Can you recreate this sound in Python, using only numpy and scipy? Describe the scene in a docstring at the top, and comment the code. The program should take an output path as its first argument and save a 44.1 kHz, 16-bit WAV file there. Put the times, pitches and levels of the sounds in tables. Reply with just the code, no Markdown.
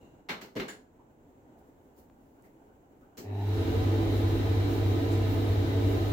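"""A small, hard-walled room with a tumble dryer. A finger presses and releases the plastic start button;
a sleeve rustles through a quiet wait, then a relay closes. The induction motor growls, whirrs and hums
up to speed while the belt groans until it grips. The drum rumbles in its sheet-metal cabinet,
washing hisses on the steel and the fan blows air through the vent hose."""
import sys
import numpy as np
from scipy import signal
from scipy.fft import rfft, irfft
from scipy.io import wavfile

SR = 44100
rng = np.random.default_rng(int(sys.argv[2]) if len(sys.argv) > 2 else 0)


def digitize_waveform(pressure):
    """Quantize a signal to 16-bit integers and store it at the path in sys.argv[1].

    Rows of a 2-D input are taken as channels; values are limited to [-1, 1].
    """
    field = np.atleast_2d(pressure).T
    bounded = np.clip(field, -1, 1)
    quanta = np.round(bounded * 32767).astype(np.int16)
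    wavfile.write(sys.argv[1], SR, quanta)


N = 269892
TIME = np.arange(N) / SR
FREQS = np.maximum(np.fft.rfftfreq(N, 1 / SR), 1)
MAINS_HZ, SHAFT_HZ = 50, 48.46
ROTOR_START_S = 3.2
# room sound field: (frequency [Hz], left-right correlation [-])
EAR_CORRELATION = [(30, 1), (100, 0.88), (180, 0.93), (330, 0.86), (650, 0.42), (1300, -0.31),
                   (2500, -0.067), (15000, -0.0096)]


def from_db(db):
    """Decibels to gain."""
    return 10 ** (np.asarray(db) / 20)


def unit_rms(x):
    """Scale to rms 1."""
    return x / np.sqrt(np.mean(x ** 2) + 1e-20)


def at_hz(points, hz=FREQS):
    """Interpolate a table over log frequency."""
    return np.interp(np.log(hz), np.log(np.array(points)[:, 0]), np.array(points)[:, 1])


def drift(rate_hz):
    """Random wander, rms 1."""
    return unit_rms(irfft(rfft(rng.standard_normal(N)) / (1 + (FREQS / rate_hz) ** 2), N))


def envelope(start_s, attack_s, hold_s, release_s):
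    """Linear rise to 1, hold, exponential fall."""
    age = TIME - start_s
    return np.clip(age / attack_s, 0, 1) * np.exp(-np.maximum(age - attack_s - hold_s, 0) / release_s)


def resonances(modes):
    """Gain spectrum of steep-sided resonances."""
    power = sum(from_db(2 * db) / (1 + (2 * (FREQS - hz) / width_hz) ** 2) ** 2
                for hz, width_hz, db in modes)
    return np.sqrt(power)


def ring(x, modes):
    """Parallel two-pole resonators, alternating in sign."""
    out = 0
    for k, (hz, width_hz, db) in enumerate(modes):
        r = np.exp(-np.pi * width_hz / SR)
        mode = signal.lfilter([1, 0, -1], [1, -2 * r * np.cos(2 * np.pi * hz / SR), r * r], x)
        out = out + (-1) ** k * from_db(db) * (1 - r * r) / 2 * mode
    return out


def stereo_spectra(size, hz):
    """Left and right white-noise spectra: alike in the bass, diffuse above."""
    mid, side = rfft(rng.standard_normal((2, size)))
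    alike = np.clip(at_hz(EAR_CORRELATION, hz), -.999, .999)
    return np.sqrt(1 + alike) * mid + np.sqrt(1 - alike) * side * [[1], [-1]]


def noise(colour):
    """Stereo noise with the given gain spectrum, rms 1."""
    # stereo balance: (frequency [Hz], left minus right [dB])
    balance = [(60, 0), (92, 0.5), (140, 2.5), (210, 1.5), (330, -2.5), (500, -0.5), (770, -0.5),
               (1170, -3), (1790, 0.5), (2740, 2), (4190, 2), (6410, -4), (9810, 0.5), (15000, 1)]
    pan = from_db(at_hz(balance) / 2 * [[1], [-1]])
    return unit_rms(irfft(stereo_spectra(N, FREQS) * colour * pan, N))


def room_response(direct_db, build_s=0.0017):
    """Direct path plus dense wall reflections, longest in the low mids; energy 1."""
    # reverberation: (frequency [Hz], T60 [s])
    decay_times = [(100, 0.17), (260, 0.46), (700, 0.41), (1840, 0.25), (4850, 0.28), (12800, 0.26)]
    t = TIME[:SR // 2]
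    hz = np.maximum(np.fft.rfftfreq(len(t), 1 / SR), 1)
    spectra = stereo_spectra(len(t), hz)
    centres_hz, t60s = np.transpose(decay_times)
    bands = [np.interp(np.log(hz), np.log(centres_hz), row) for row in np.eye(len(t60s))]
    tail = sum(irfft(spectra * band, len(t)) * from_db(-60 * t / t60) for band, t60 in zip(bands, t60s))
    response = unit_rms(tail * (1 - np.exp(-t / build_s))) / np.sqrt(len(t))
    response[:, 0] += from_db(direct_db)
    return unit_rms(response) / np.sqrt(len(t))


def murmur(corner_hz=7000):
    """Dull noise in the colour of the quiet room."""
    # spectrum before the low-pass: (frequency [Hz], relative density [dB])
    spectrum = [(15, -39), (25, -7.5), (152, -8.5), (189, -11.5), (261, -2.5), (392, -8), (729, -15),
                (955, -18), (1090, -24.5), (2030, -31.5), (2520, -35), (5090, -46), (7420, -33.5),
                (9210, -45), (15800, -25)]
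    return noise(from_db(at_hz(spectrum)) / np.hypot(1, (FREQS / corner_hz) ** 2))


def room_tone(tone_db=-59.5, sway_db=0.9, stir_db=-74.5, stir_spread_db=4.0):
    """A low murmur with an uneven midrange stir."""
    # (frequency [Hz], width [Hz], gain [dB])
    stir_bands = [(800, 340, -5.0), (1470, 300, -13), (2910, 170, -22.5)]
    stir = from_db(stir_db + stir_spread_db * drift(12.0)) * noise(resonances(stir_bands))
    return from_db(tone_db + sway_db * drift(8.3)) * murmur() + stir


def finger_squeak(squeak_db=-72.0, rub_db=-55.5):
    """Skin settles on the plastic button: a faint squeak over a dull rub."""
    # skin on plastic: (frequency [Hz], width [Hz], gain [dB])
    squeak_modes = [(2810, 220, -1), (3920, 540, -14), (6860, 1200, -16)]
    rubbing = from_db(squeak_db) * noise(resonances(squeak_modes)) + from_db(rub_db) * murmur()
    return envelope(0, attack_s=0.015, hold_s=0.041, release_s=0.1) * rubbing


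def button_and_relay(level_window_s=0.023):
    """Each contact rings panel, button and spring into the room; a slow push swells slowly."""
    # contacts: (time [s], swell [s], direct path [dB], panel [dB], button [dB], tick [dB], spring [dB])
    contacts = [(0.2879, 0.0048, -21, -38.5, -31.5, -51, -78), (0.413, 0.0016, -15, -46, -47, -53, -83),
                (0.554, 0.0018, -13, -33, -55, -63, -81), (0.562, 0.0033, -19, -32, -39.5, -56, -79),
                (0.5987, 0.0004, -9, -63, -36, -55.5, -82), (0.680, 0.0034, -26, -69, -43.5, -54.5, -45.5),
                (3.172, 0.0051, -19.5, -41.5, -52, -48, -66)]
    # thud, clack, tick and ring modes: (frequency [Hz], width [Hz], gain [dB])
    panel = [(50, 9.6, -6), (122, 22, -2), (184, 26, 3), (253, 60, -1), (417, 58, 1), (519, 18, -1.5),
             (626, 46, -11)]
    button = [(834, 510, -5), (1390, 270, 2), (1640, 400, 0), (2130, 330, 1.5), (2870, 500, -4.5),
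              (3680, 260, -5), (4180, 350, -8.5)]
    tick = [(3980, 3000, 7.9), (7360, 4800, 8.7), (10570, 3600, 5.7), (15000, 2800, 8.1)]
    spring = [(1670, 120, 2.5), (7040, 120, 0.5), (8100, 600, -8.5), (11100, 700, -13.5)]
    out = np.zeros((2, N))
    for time_s, swell_s, direct_db, *levels_db in contacts:
        impact = room_response(direct_db, swell_s)
        start, size = int(time_s * SR), impact.shape[1]
        for modes, db in zip((panel, button, tick, spring), levels_db):
            gain = from_db(db) * np.sqrt(level_window_s * SR / size)
            out[:, start:start + size] += gain * unit_rms(ring(impact, modes))
    return out


def handling_knocks(width_share=0.35):
    """Faint padded knocks, each a puff of noise around one pitch."""
    # (time [s], level [dB], pitch [Hz])
    knocks = [(0.99, -64, 910), (1.44, -66, 800), (1.55, -64, 764), (2.43, -71, 2000), (2.61, -64, 720),
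              (3.01, -68, 1300)]
    out = 0
    for time_s, db, hz in knocks:
        level = from_db(db) * envelope(time_s, attack_s=0.01, hold_s=0.015, release_s=0.045)
        out = out + level * noise(resonances([(hz, width_share * hz, 0)]))
    return out


def hand_rustle(sleeve_db=-78.0):
    """The sleeve whispers as the hand draws back; sharper moves add a swish and a dull bump."""
    # (start [s], attack [s], release [s], swish [dB], bump [dB])
    moves = [(1.08, .04, .05, -83, -70), (1.27, .035, .04, -79, -64), (1.39, .1, 0.29, -97, -60),
             (1.57, .02, .03, -70, -75), (1.64, .05, 0.053, -76, -78), (1.955, 0.034, 0.039, -61, -56.5),
             (2.41, 0.051, 0.024, -67.5, -55), (3.0, .012, 0.044, -76, -58.5)]
    # sleeve cloth: (frequency [Hz], relative density [dB])
    spectrum = [(1000, -8), (2300, -14), (4500, 0), (7000, -1), (9000, -1.5), (12000, 2), (15000, 8)]
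    swish = from_db(sleeve_db + 2 * drift(4)) * envelope(1.5, attack_s=0.36, hold_s=0.56, release_s=1.6)
    bump = 0
    for start_s, attack_s, release_s, swish_db, bump_db in moves:
        shape = envelope(start_s, attack_s, 0, release_s)
        swish = np.hypot(swish, from_db(swish_db) * shape)
        bump = bump + from_db(bump_db) * shape
    return swish * noise(from_db(at_hz(spectrum))) + bump * murmur()


def near_ticks():
    """Tiny ticks, close and dry."""
    # (time [s], peak [dB], centre [Hz], width [Hz])
    ticks = [(2.0995, -51.5, 595, 890), (2.4237, -54, 8500, 4000)]
    impulse = signal.unit_impulse(SR // 100)
    out = np.zeros(N)
    for time_s, db, hz, width_hz in ticks:
        tick = ring(ring(impulse, [(hz, width_hz, 0)]), [(hz, 2 * width_hz, 0)])
        start = int(time_s * SR)
        out[start:start + len(tick)] += from_db(db) * tick / np.abs(tick).max()
    return out


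def motor_strain(strain_db=-43.0, power_on_s=3.18, buzz_depth=0.19):
    """Starting current makes the frame growl, pulsing at twice the mains frequency."""
    # motor frame: (frequency [Hz], width [Hz], gain [dB])
    frame_modes = [(256, 76, 2.5), (276, 34, -0.5), (399, 60, 4), (720, 410, -8), (1830, 360, -18.5),
                   (2570, 650, -24), (3950, 500, -32)]
    level = from_db(strain_db) * envelope(power_on_s, attack_s=0.12, hold_s=0.12, release_s=0.11)
    pulses = 1 + buzz_depth * np.sin(2 * np.pi * 2 * MAINS_HZ * TIME)
    return level * pulses * noise(resonances(frame_modes))


def motor_speed(run_up_s=0.5):
    """Share of full speed: the rotor picks up briskly, then eases in."""
    return np.sin(np.pi / 2 * np.clip((TIME - ROTOR_START_S) / run_up_s, 0, 1))


def belt_groan(speed, groan_db=-39.0, swell_db=16.0, rough_db=2.5, low_hz=389.0, rise_hz=69.0):
    """The belt drags on the heavy drum, higher and louder with speed, until it grips."""
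    drag = speed ** 3
    slipping = envelope(ROTOR_START_S, attack_s=0.1, hold_s=0.31, release_s=0.03)
    level = from_db(groan_db - swell_db * (1 - drag) + rough_db * drift(25)) * slipping
    phase = 2 * np.pi * np.cumsum(low_hz + rise_hz * drag) / SR + 0.6 * drift(15)
    return np.sqrt(2) * level * np.sin(phase)


def rotating_parts(speed, wander_rad=0.24, flutter_db=2.5, right_bias_db=4.5, right_lag_s=0.00037):
    """Shaft unbalance, fan blades, belt and rollers sing tones that rise and swell with speed."""
    # shaft and fan at full speed: (shaft multiple [-], level [dB])
    shaft_orders = [(1, -43.5), (5, -52), (6, -41.5), (7, -50), (9, -54), (21, -57)]
    # belt and rollers at full speed: (frequency [Hz], level [dB])
    pulley_tones = [(261.5, -55.5), (327, -59), (448.6, -44)]
    travel_s = np.cumsum(speed) / SR - np.array([[0], [right_lag_s]])
    tones = 0
    for hz, db in [(k * SHAFT_HZ, db) for k, db in shaft_orders] + pulley_tones:
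        phase = 2 * np.pi * (hz * travel_s + rng.random()) + wander_rad * drift(1.6)
        tones = tones + from_db(db + flutter_db * drift(5.8)) * np.sin(phase)
    pan = from_db([[-right_bias_db / 2], [right_bias_db / 2]])
    return np.sqrt(2) * tones * speed ** 3.8 * pan


def drum_rumble(speed, rumble_db=-31.0, tumble_db=0.5, judder_hz=44.2, judder_depth=0.16):
    """The drum judders on its bearings and drives the cabinet's resonances."""
    # cabinet and drum: (frequency [Hz], width [Hz], gain [dB])
    cabinet_modes = [(30, 14, -22), (64.4, 10.4, 1.5), (88.1, 11.5, 5.5), (127, 14.6, -4.5),
                     (149.7, 28, -9), (183, 45, -20), (229.4, 12, -11), (258, 27, -4), (249, 15, -8),
                     (281, 16, -1.5), (330.5, 19.7, 2), (371, 19, -7), (412, 59, -6.5), (433, 61, -10),
                     (458, 96, -9), (495, 22, -16), (593, 29, -14), (652, 27.6, -9), (760, 69, -14.5),
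                     (858, 27, -19.5), (1013, 5.5, -21), (1264, 33, -18.5)]
    judder_phase = 2 * np.pi * judder_hz * np.cumsum(speed) / SR + 2 * drift(0.97)
    level = from_db(rumble_db + tumble_db * drift(8.5)) * speed ** 4.7
    return level * (1 + judder_depth * np.sin(judder_phase)) * noise(resonances(cabinet_modes))


def fan_air(speed, rush_db=-43.5, duct_db=-53):
    """Fan air grows with speed; housing and hose ring before the rush builds."""
    # air rush: (frequency [Hz], relative density [dB])
    spectrum = [(300, -42), (550, -9.5), (850, -9.5), (1100, -14), (1400, -16), (2200, -15), (2600, -20),
                (3500, -18.5), (4200, -21), (4700, -26.5), (6000, -32.5), (7500, -34), (9000, -53)]
    # fan housing and vent hose: (frequency [Hz], width [Hz], gain [dB])
    duct_modes = [(1190, 40, -23), (1480, 30, -14), (1796, 130, -14.5), (2285, 120, -19.5), (2840, 39, -15),
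                  (3090, 31, -19), (3910, 60, -16), (3884, 330, -17)]
    rush = from_db(rush_db) * speed ** 2.8 * noise(from_db(at_hz(spectrum)))
    duct = from_db(duct_db) * speed ** 1.3 * noise(resonances(duct_modes))
    return rush + duct


def washing_slides(speed, drag_db=-55.0, slide_db=-54.0, bright_hz=9000.0, loosen_s=1.0):
    """Washing hisses on the steel: a steady drag, and two brighter slides each time a paddle tips it."""
    first_tip_s, tip_every_s = 3.49, 0.585
    folds = [(0, 0), (0.17, -5)]   # (delay [s], gain [dB])
    tips_s = first_tip_s + tip_every_s * np.arange(N / SR / tip_every_s)
    slides = sum(from_db(db) * envelope(tip_s + delay_s, attack_s=0.057, hold_s=0.04, release_s=0.05)
                 for tip_s in tips_s for delay_s, db in folds)
    # cloth on steel: (frequency [Hz], relative density [dB])
    spectrum = [(3000, -22), (5000, 0), (6500, -3), (7800, -5), (8900, -9.5), (10300, -4.5), (13400, -5.5),
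                (14400, 1), (15100, 3.5), (15800, -5.5)]
    colour = from_db(at_hz(spectrum))
    bright = colour / np.hypot(1, (bright_hz / FREQS) ** 2)
    loosened = np.clip((TIME - ROTOR_START_S) / loosen_s, 0, 1)
    drag = from_db(drag_db) * noise(colour)
    return speed ** 1.7 * (drag + from_db(slide_db) * loosened * slides * noise(bright))


def motor_hum(hum_db=-27.0, start_s=3.236, attack_s=0.2, beat_depth=0.2, beat_trough_s=4.07):
    """Iron hums at twice the mains, dips as the run-up ends and beats against the slipping rotor."""
    # (hum harmonic [-], gain [dB])
    partials = [(1, -1), (2, -25), (3, -22), (4, -48.5)]
    dip_db, dip_s, dip_width_s = -6.5, 3.64, 0.084
    dip = np.exp(-((TIME - dip_s) / dip_width_s) ** 2)
    level = from_db(hum_db + dip_db * dip) * np.clip((TIME - start_s) / attack_s, 0, 1)
    phase = 2 * np.pi * 2 * MAINS_HZ * TIME + 0.08 * drift(11.0)
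    slip_phase = 2 * np.pi * 2 * (MAINS_HZ - SHAFT_HZ) * (TIME - beat_trough_s)
    hum = sum(from_db(db) * np.sin(k * phase + rng.uniform(0, 2 * np.pi) * (k > 1))
              for k, db in partials)
    return np.sqrt(2) * level * (hum - beat_depth * np.sin(phase - slip_phase))


def rotor_whirr(speed, whirr_db=-46.0, low_hz=636.0, rise_hz=275.3, half_width_hz=125.0):
    """A narrow noise band slides up with the rotor and fades as the starting current drops."""
    level = from_db(whirr_db) * envelope(3.3, attack_s=0.085, hold_s=0.025, release_s=0.1)
    flutter = noise(1 / (1 + (FREQS / half_width_hz) ** 4))
    phase = 2 * np.pi * np.cumsum(low_hz + rise_hz * speed) / SR
    return np.sqrt(2) * level * flutter * np.sin(phase)


def cloth_brush(brush_db=-52.5, start_s=5.105):
    """One fold brushes briefly across the drum."""
    bands = [(7000, 4000, 0), (14000, 6000, -5)]   # (frequency [Hz], width [Hz], gain [dB])
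    level = from_db(brush_db) * envelope(start_s, attack_s=0.015, hold_s=0.015, release_s=0.013)
    return level * noise(resonances(bands))


def scene(eddy_db=0.05):
    """Clicks, a wait, then the run-up; air and washing waver slightly and sound through the room."""
    speed = motor_speed()
    hand = finger_squeak() + near_ticks() + hand_rustle() + handling_knocks()
    run_up = motor_strain() + rotor_whirr(speed) + belt_groan(speed)
    running = motor_hum() + rotating_parts(speed) + drum_rumble(speed)
    hiss = fan_air(speed) + washing_slides(speed) + cloth_brush()
    hiss *= from_db(-eddy_db * drift(25))
    hiss_in_room = signal.fftconvolve(hiss, room_response(direct_db=1.5), axes=1)[:, :N]
    return hand + button_and_relay() + run_up + running + hiss_in_room + room_tone()


def record(dry, low_cut_hz=20, high_cut_hz=15850):
    """The deepest bass rolls off; the top is cut steeply."""
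    thinned = signal.sosfilt(signal.butter(2, low_cut_hz, "high", fs=SR, output="sos"), dry)
    return signal.sosfilt(signal.ellip(12, .1, 80, high_cut_hz, fs=SR, output="sos"), thinned)


dry = scene()
out = record(dry)
digitize_waveform(out)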